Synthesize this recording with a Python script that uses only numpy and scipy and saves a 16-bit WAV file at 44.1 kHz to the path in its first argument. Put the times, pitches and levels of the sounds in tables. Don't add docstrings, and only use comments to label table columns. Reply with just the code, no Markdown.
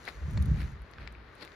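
import sys
import numpy as np
from scipy import signal
from scipy.fft import rfft, irfft
from scipy.io import wavfile
from scipy.ndimage import uniform_filter1d

SR = 44100
rng = np.random.default_rng(int(sys.argv[2]) if len(sys.argv) > 2 else 0)


def put_to_file(sound):
    columns = np.atleast_2d(sound).T
    safe = np.clip(columns, -1, 1)
    whole_steps = np.round(safe * 32767)
    wavfile.write(sys.argv[1], SR, whole_steps.astype(np.int16))


N = 68355
T = np.arange(N) / SR
BIN_HZ = np.maximum(np.fft.rfftfreq(N, 1 / SR), 1)
SIDES = np.array([[1], [-1]])


def from_db(db):
    return 10 ** (np.asarray(db) / 20)


def rms_one(x):
    return x / np.sqrt(np.mean(x ** 2) + 1e-20)


def envelope(points):
    return np.interp(T, *np.transpose(points))


def curve(points):
    hz, values = np.transpose(points)
    return np.interp(np.log(BIN_HZ), np.log(hz), values)


def pan(db):
    gains = from_db(SIDES * db / 2)
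    return gains / gains.mean()


def colour(x, eq):
    low_cut = 1 + (eq[0][0] * .8 / BIN_HZ) ** 8
    high_cut = 1 + (BIN_HZ * .8 / eq[-1][0]) ** 12
    return rms_one(irfft(rfft(x) * from_db(curve(eq)) / np.sqrt(low_cut * high_cut), N))


def spread(pair, correlation):
    c = np.clip(correlation, -.99, .995)
    return (np.sqrt(1 + c) * pair[0] + np.sqrt(1 - c) * pair[1] * SIDES) / np.sqrt(2)


def evened(x, seconds):
    power = uniform_filter1d(x ** 2, max(int(seconds * SR), 2), axis=-1)
    return x / np.sqrt(power + 1e-9)


def late_left(x, lag_s=0.0001845):
    turn = 2j * np.pi * np.fft.rfftfreq(N, 1 / SR) * lag_s
    return irfft(rfft(x) * np.exp(-turn * np.array([[1], [0]])), N)


def grains(per_s, spread_db):
    sizes = from_db(spread_db * np.minimum(rng.exponential(1, (2, N)), 4))
    return sizes * rng.choice([-1, 1], (2, N)) * (rng.random((2, N)) < per_s / SR)


def clicks(hits):
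    out = np.zeros(N)
    for s, db in hits:
        out[int(np.clip(s * SR, 0, N - 1))] += from_db(db)
    return out


def ring(x, hz, t60):
    r, w = np.exp(-np.log(1000) / (t60 * SR)), 2 * np.pi * hz / SR
    return signal.lfilter([0, np.sin(w)], [1, -2 * r * np.cos(w), r * r], x + 1e-18)


def strike(hits, modes, vary_db):
    chance_db = vary_db * rng.standard_normal((len(hits), len(modes)))
    out = 0
    for k, (hz, mode_db, t60) in enumerate(modes):
        drive = clicks([(s, db + mode_db + luck) for (s, db), luck in zip(hits, chance_db[:, k])])
        out = out + (-1) ** k * ring(drive, hz, t60)
    return out


def grating(x, db, seconds):
    run = rng.standard_normal(N) * np.exp(-T / seconds)
    return x + from_db(db) * signal.fftconvolve(x, run / np.sqrt(np.sum(run ** 2)))[:N]


# f/Hz, gain/dB
RIVER_EQ = [(100, -9), (200, 0), (400, 3), (750, -3.5), (1200, -1), (1900, -1.5), (2500, -8.5), (3200, -15),
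            (4300, -15.5), (5300, -25), (6500, -44), (8500, -48), (11000, -36), (15000, -48)]
# t/s, level/dB before the trim
RIVER_SWELL = [(0.0, -55), (0.526, -52.5), (0.672, -54.5), (0.824, -56.5), (1.55, -55)]
# f/Hz, L-R/dB
RIVER_PAN = [(100, 3), (380, 1.5), (700, 1), (1290, 6.5), (2380, 3), (4400, 9), (8000, 13), (15000, -7)]
# f/Hz, left-right correlation
RIVER_IMAGE = [(100, 0.63), (290, 0.96), (640, 0.34), (1400, 0.52), (3100, .5), (6800, .1), (15000, .4)]

def river(trim_db=1):
    splashes = rms_one(grains(per_s=2500, spread_db=1.0)) + 0.6 * rng.standard_normal((2, N))
    spectrum = spread(rfft(splashes), curve(RIVER_IMAGE)) * from_db(curve(RIVER_PAN) * SIDES / 2)
    return from_db(trim_db + envelope(RIVER_SWELL)) * colour(irfft(spectrum, N), RIVER_EQ)


# t/s, level/dB before the trims
GUST = [(0, -60), (.12, -56.5), (.22, -51.5), (.3, -42), (.38, -36), (.45, -35), (.53, -32), (.62, -38),
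        (.69, -44.5), (.78, -53.5), (.92, -60.5), (1.01, -49), (1.1, -56), (1.3, -60), (1.55, -63.5)]
# f/Hz, gain/dB
RUMBLE_EQ = [(25, -25), (40, -8), (55, 3.5), (75, -0.5), (95, -11), (130, -13), (220, -41.5)]
FLUTTER_EQ = [(80, 0), (115, 2), (155, -3), (210, -7.5), (290, -18.5), (450, -34)]

def wind(rumble_trim_db=0.5, flutter_trim_db=1, flutter_growth=1.12, strong_gust_db=-31.5):
    gust_db = envelope(GUST)
    flutter_db = strong_gust_db + flutter_growth * (gust_db - strong_gust_db)
    rumble = spread(evened(colour(rng.standard_normal((2, N)), RUMBLE_EQ), 0.047), correlation=0.9)
    flutter = spread(evened(colour(rng.standard_normal((2, N)), FLUTTER_EQ), 0.0435), correlation=0.91)
    return from_db(gust_db + rumble_trim_db) * rumble + from_db(flutter_db + flutter_trim_db) * flutter


# t/s, level/dB
HISS_FADES = [(0, -66), (.12, -64.5), (.19, -69.5), (.32, -66), (.55, -66.5), (.7, -67), (.78, -81),
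              (1.0, -78.5), (1.22, -87.5), (1.35, -77.5), (1.45, -73), (1.55, -73.5)]
# f/Hz, gain/dB
HISS_EQ = [(4000, -8), (5500, -8), (6600, -2.5), (8500, -15), (11000, -16.5), (15000, -20)]

def hiss():
    fizz = spread(colour(grains(per_s=5000, spread_db=4.0), HISS_EQ), correlation=0.83)
    return from_db(envelope(HISS_FADES)) * late_left(fizz)


# f/Hz, gain/dB
LARGE_STONES_EQ = [(400, -3.5), (700, -0.5), (1150, 0.5), (1800, 4.5), (2400, 1.5), (3000, -5.5)]
SMALL_STONES_EQ = [(3400, -5), (4000, 4.5), (4900, -1), (5400, -8), (6200, -23)]
GRIT_EQ = [(6000, -18), (8000, 6), (10500, 5), (14500, 1)]
THUD_EQ = [(150, -9.5), (300, 6), (600, 0), (1100, -7)]
# peak t/s, attack/s, decay/s, level/dB, stones L-R/dB, small stones/dB, thud/dB, grit/dB
FOOTFALLS = [(0.088, 0.021, 0.0094, -43, 12, -6, -6.5, -17),
             (0.614, 0.045, 0.028, -48, 3.5, -9.5, -42, -16),
             (1.01, 0.016, 0.067, -52, 3.5, -12.5, -11, -26.5),
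             (1.427, .016, 0.013, -48, 10, -1.5, 0.5, -17)]

def steps(grains_per_s=2900, spread_db=6, settle_db=-12, settle_s=0.047):
    large = colour(grains(grains_per_s, spread_db), LARGE_STONES_EQ)
    large = spread(evened(large, seconds=0.014), correlation=0.53)
    small = colour(grains(grains_per_s, spread_db), SMALL_STONES_EQ)
    small = spread(evened(small, seconds=0.021), correlation=0.1)
    grit = late_left(spread(colour(grains(per_s=2000, spread_db=2.5), GRIT_EQ), correlation=1.0))
    thud = spread(colour(rng.standard_normal((2, N)), THUD_EQ), correlation=1.0)
    out = 0
    for s, attack, decay, db, pan_db, small_db, thud_db, grit_db in FOOTFALLS:
        press = np.exp(-np.maximum((s - T) / attack, (T - s) / decay))
        shifting = from_db(settle_db) * np.exp(-abs(T - s) / settle_s)
        stones = pan(pan_db) * (large + from_db(small_db) * small)
        crunch = stones + from_db(thud_db) * thud + from_db(grit_db) * grit
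        out = out + from_db(db) * np.hypot(press, shifting) * crunch
    return out


# t/s, level/dB
TICKS = [(.0525, -47), (.310, -51), (.334, -55), (.4238, -46), (.4254, -47.5), (.4578, -47), (.718, -59),
         (.819, -60), (.913, -56), (1.124, -56), (1.352, -56), (1.4497, -46.5)]
# f/Hz, gain/dB, t60/s
TICK_MODES = [(4000, 0.5, 0.0024), (6700, -1, 0.0022), (8700, 4.5, 0.0013), (11050, -1, 0.0015),
              (13400, -2, 0.00094)]

def ticks():
    return late_left(grating(strike(TICKS, TICK_MODES, vary_db=2.5), db=2.5, seconds=.0015))


# t/s, level/dB, f/Hz, t60/s, L-R/dB, upper modes/dB
KNOCKS = [(0.0775, -20.5, 1996, 0.0082, 4.5, -24), (.0815, -36, 1967, 0.031, 26, -28),
          (0.087, -33.5, 2140, 0.0068, 33, 2.5), (0.0917, -29, 2020, 0.0023, 0, -5),
          (0.605, -42, 2470, .014, 0, -2), (.617, -36, 2300, 0.0088, 5, -8),
          (0.679, -37, 1900, 0.0054, 8, -10), (0.9362, -30, 1900, 0.0028, 19, -6),
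          (.9838, -34.5, 1565, 0.012, -3.5, -6), (1.0750, -28, 2250, 0.0054, 12.5, -3.5),
          (1.151, -38, 2390, 0.0085, 11, -33), (1.422, -38.5, 2310, 0.0062, 2, -4),
          (1.4272, -42, 2230, 0.005, 29, 8.5), (1.4499, -38, 1640, 0.0056, 5, 0),
          (1.4761, -36, 2200, 0.0055, 16, -6), (1.519, -46.5, 2120, 0.0051, 31, 2.5)]
# multiple of its pitch, gain/dB
PEBBLE_MODES = [(.38, -13.5), (.76, -7.5), (1, -3.5), (1.62, -5.5), (2.2, -7), (3.4, -18.5)]

def knocks(dull_above_hz=6500):
    out = 0
    for s, db, hz, t60, pan_db, upper_db in KNOCKS:
        hit = grating(clicks([(s, db)]), db=-9.5, seconds=0.0011)
        for k, (ratio, mode_db) in enumerate(PEBBLE_MODES):
            gain = (-1) ** k * from_db(mode_db + upper_db * (ratio > 1.4))
            out = out + pan(pan_db) * gain * ring(hit, hz * ratio, t60)
    return signal.sosfilt(signal.butter(2, dull_above_hz, fs=SR, output="sos"), out)


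def ground(x, wet_db=-8.5, t60=0.038):
    tail = rng.standard_normal((2, N)) * np.exp(-np.log(1000) * T / t60)
    tail /= np.sqrt(np.sum(tail ** 2, axis=1, keepdims=True))
    return x + from_db(wet_db) * signal.fftconvolve(x, tail, axes=1)[:, :N]


# peak t/s, half-length/s, level/dB, f/Hz
EDDIES = [(0.189, 0.033, -40, 51.4), (0.246, 0.034, -31, 76.97), (.287, 0.018, -33, 139.7),
          (0.363, 0.016, -22.5, 110), (0.409, 0.018, -18, 71.85), (0.472, 0.0048, -28, 135),
          (0.514, 0.025, -22.5, 66.38), (0.521, 0.012, -20.5, 150), (0.585, 0.0051, -26.5, 140),
          (0.648, 0.018, -28, 59.65), (0.742, 0.019, -37.5, 64), (.82, 0.023, -38, 62),
          (1.02, 0.046, -40.5, 58), (1.127, 0.11, -46, 60)]

def buffets(pitch_wander=0.075, skew_rad=0.3):
    drift = colour(rng.standard_normal(N), eq=[(10, 0), (60, -6)])
    clock = np.cumsum(1 + pitch_wander * drift) / SR
    out = 0
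    for (s, half_s, db, hz), (start, skew) in zip(EDDIES, rng.uniform(-0.94, 1, (len(EDDIES), 2))):
        phase = 2 * np.pi * hz * clock + np.pi * start + skew_rad * skew * SIDES
        out = out + from_db(db) * np.exp(-((T - s) / half_s) ** 2) * np.sin(phase)
    return out


# t/s, level/dB
SKID_CATCHES = [(.3740, -25.5), (.3746, -32), (.3751, -34), (.3757, -40), (.3762, -25.5), (.3781, -46)]
# f/Hz, gain/dB, t60/s
SKID_MODES = [(645, -10, 0.015), (900, -7, 0.0067), (2200, -11, 0.0075), (3600, -16, 0.0047),
              (4260, -13.5, 0.0081), (7350, -9.5, 0.0028), (7400, -12.5, 0.0057)]

def skid():
    return pan(db=4.5) * strike(SKID_CATCHES, SKID_MODES, vary_db=2.5)


def scene():
    bed = river() + wind() + buffets() + hiss()
    return bed + steps() + ground(knocks() + skid() + ticks())


def record(dry):
    return signal.sosfilt(signal.cheby2(16, 70, 16300, fs=SR, output="sos"), dry)


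dry = scene()
out = record(dry)
put_to_file(out)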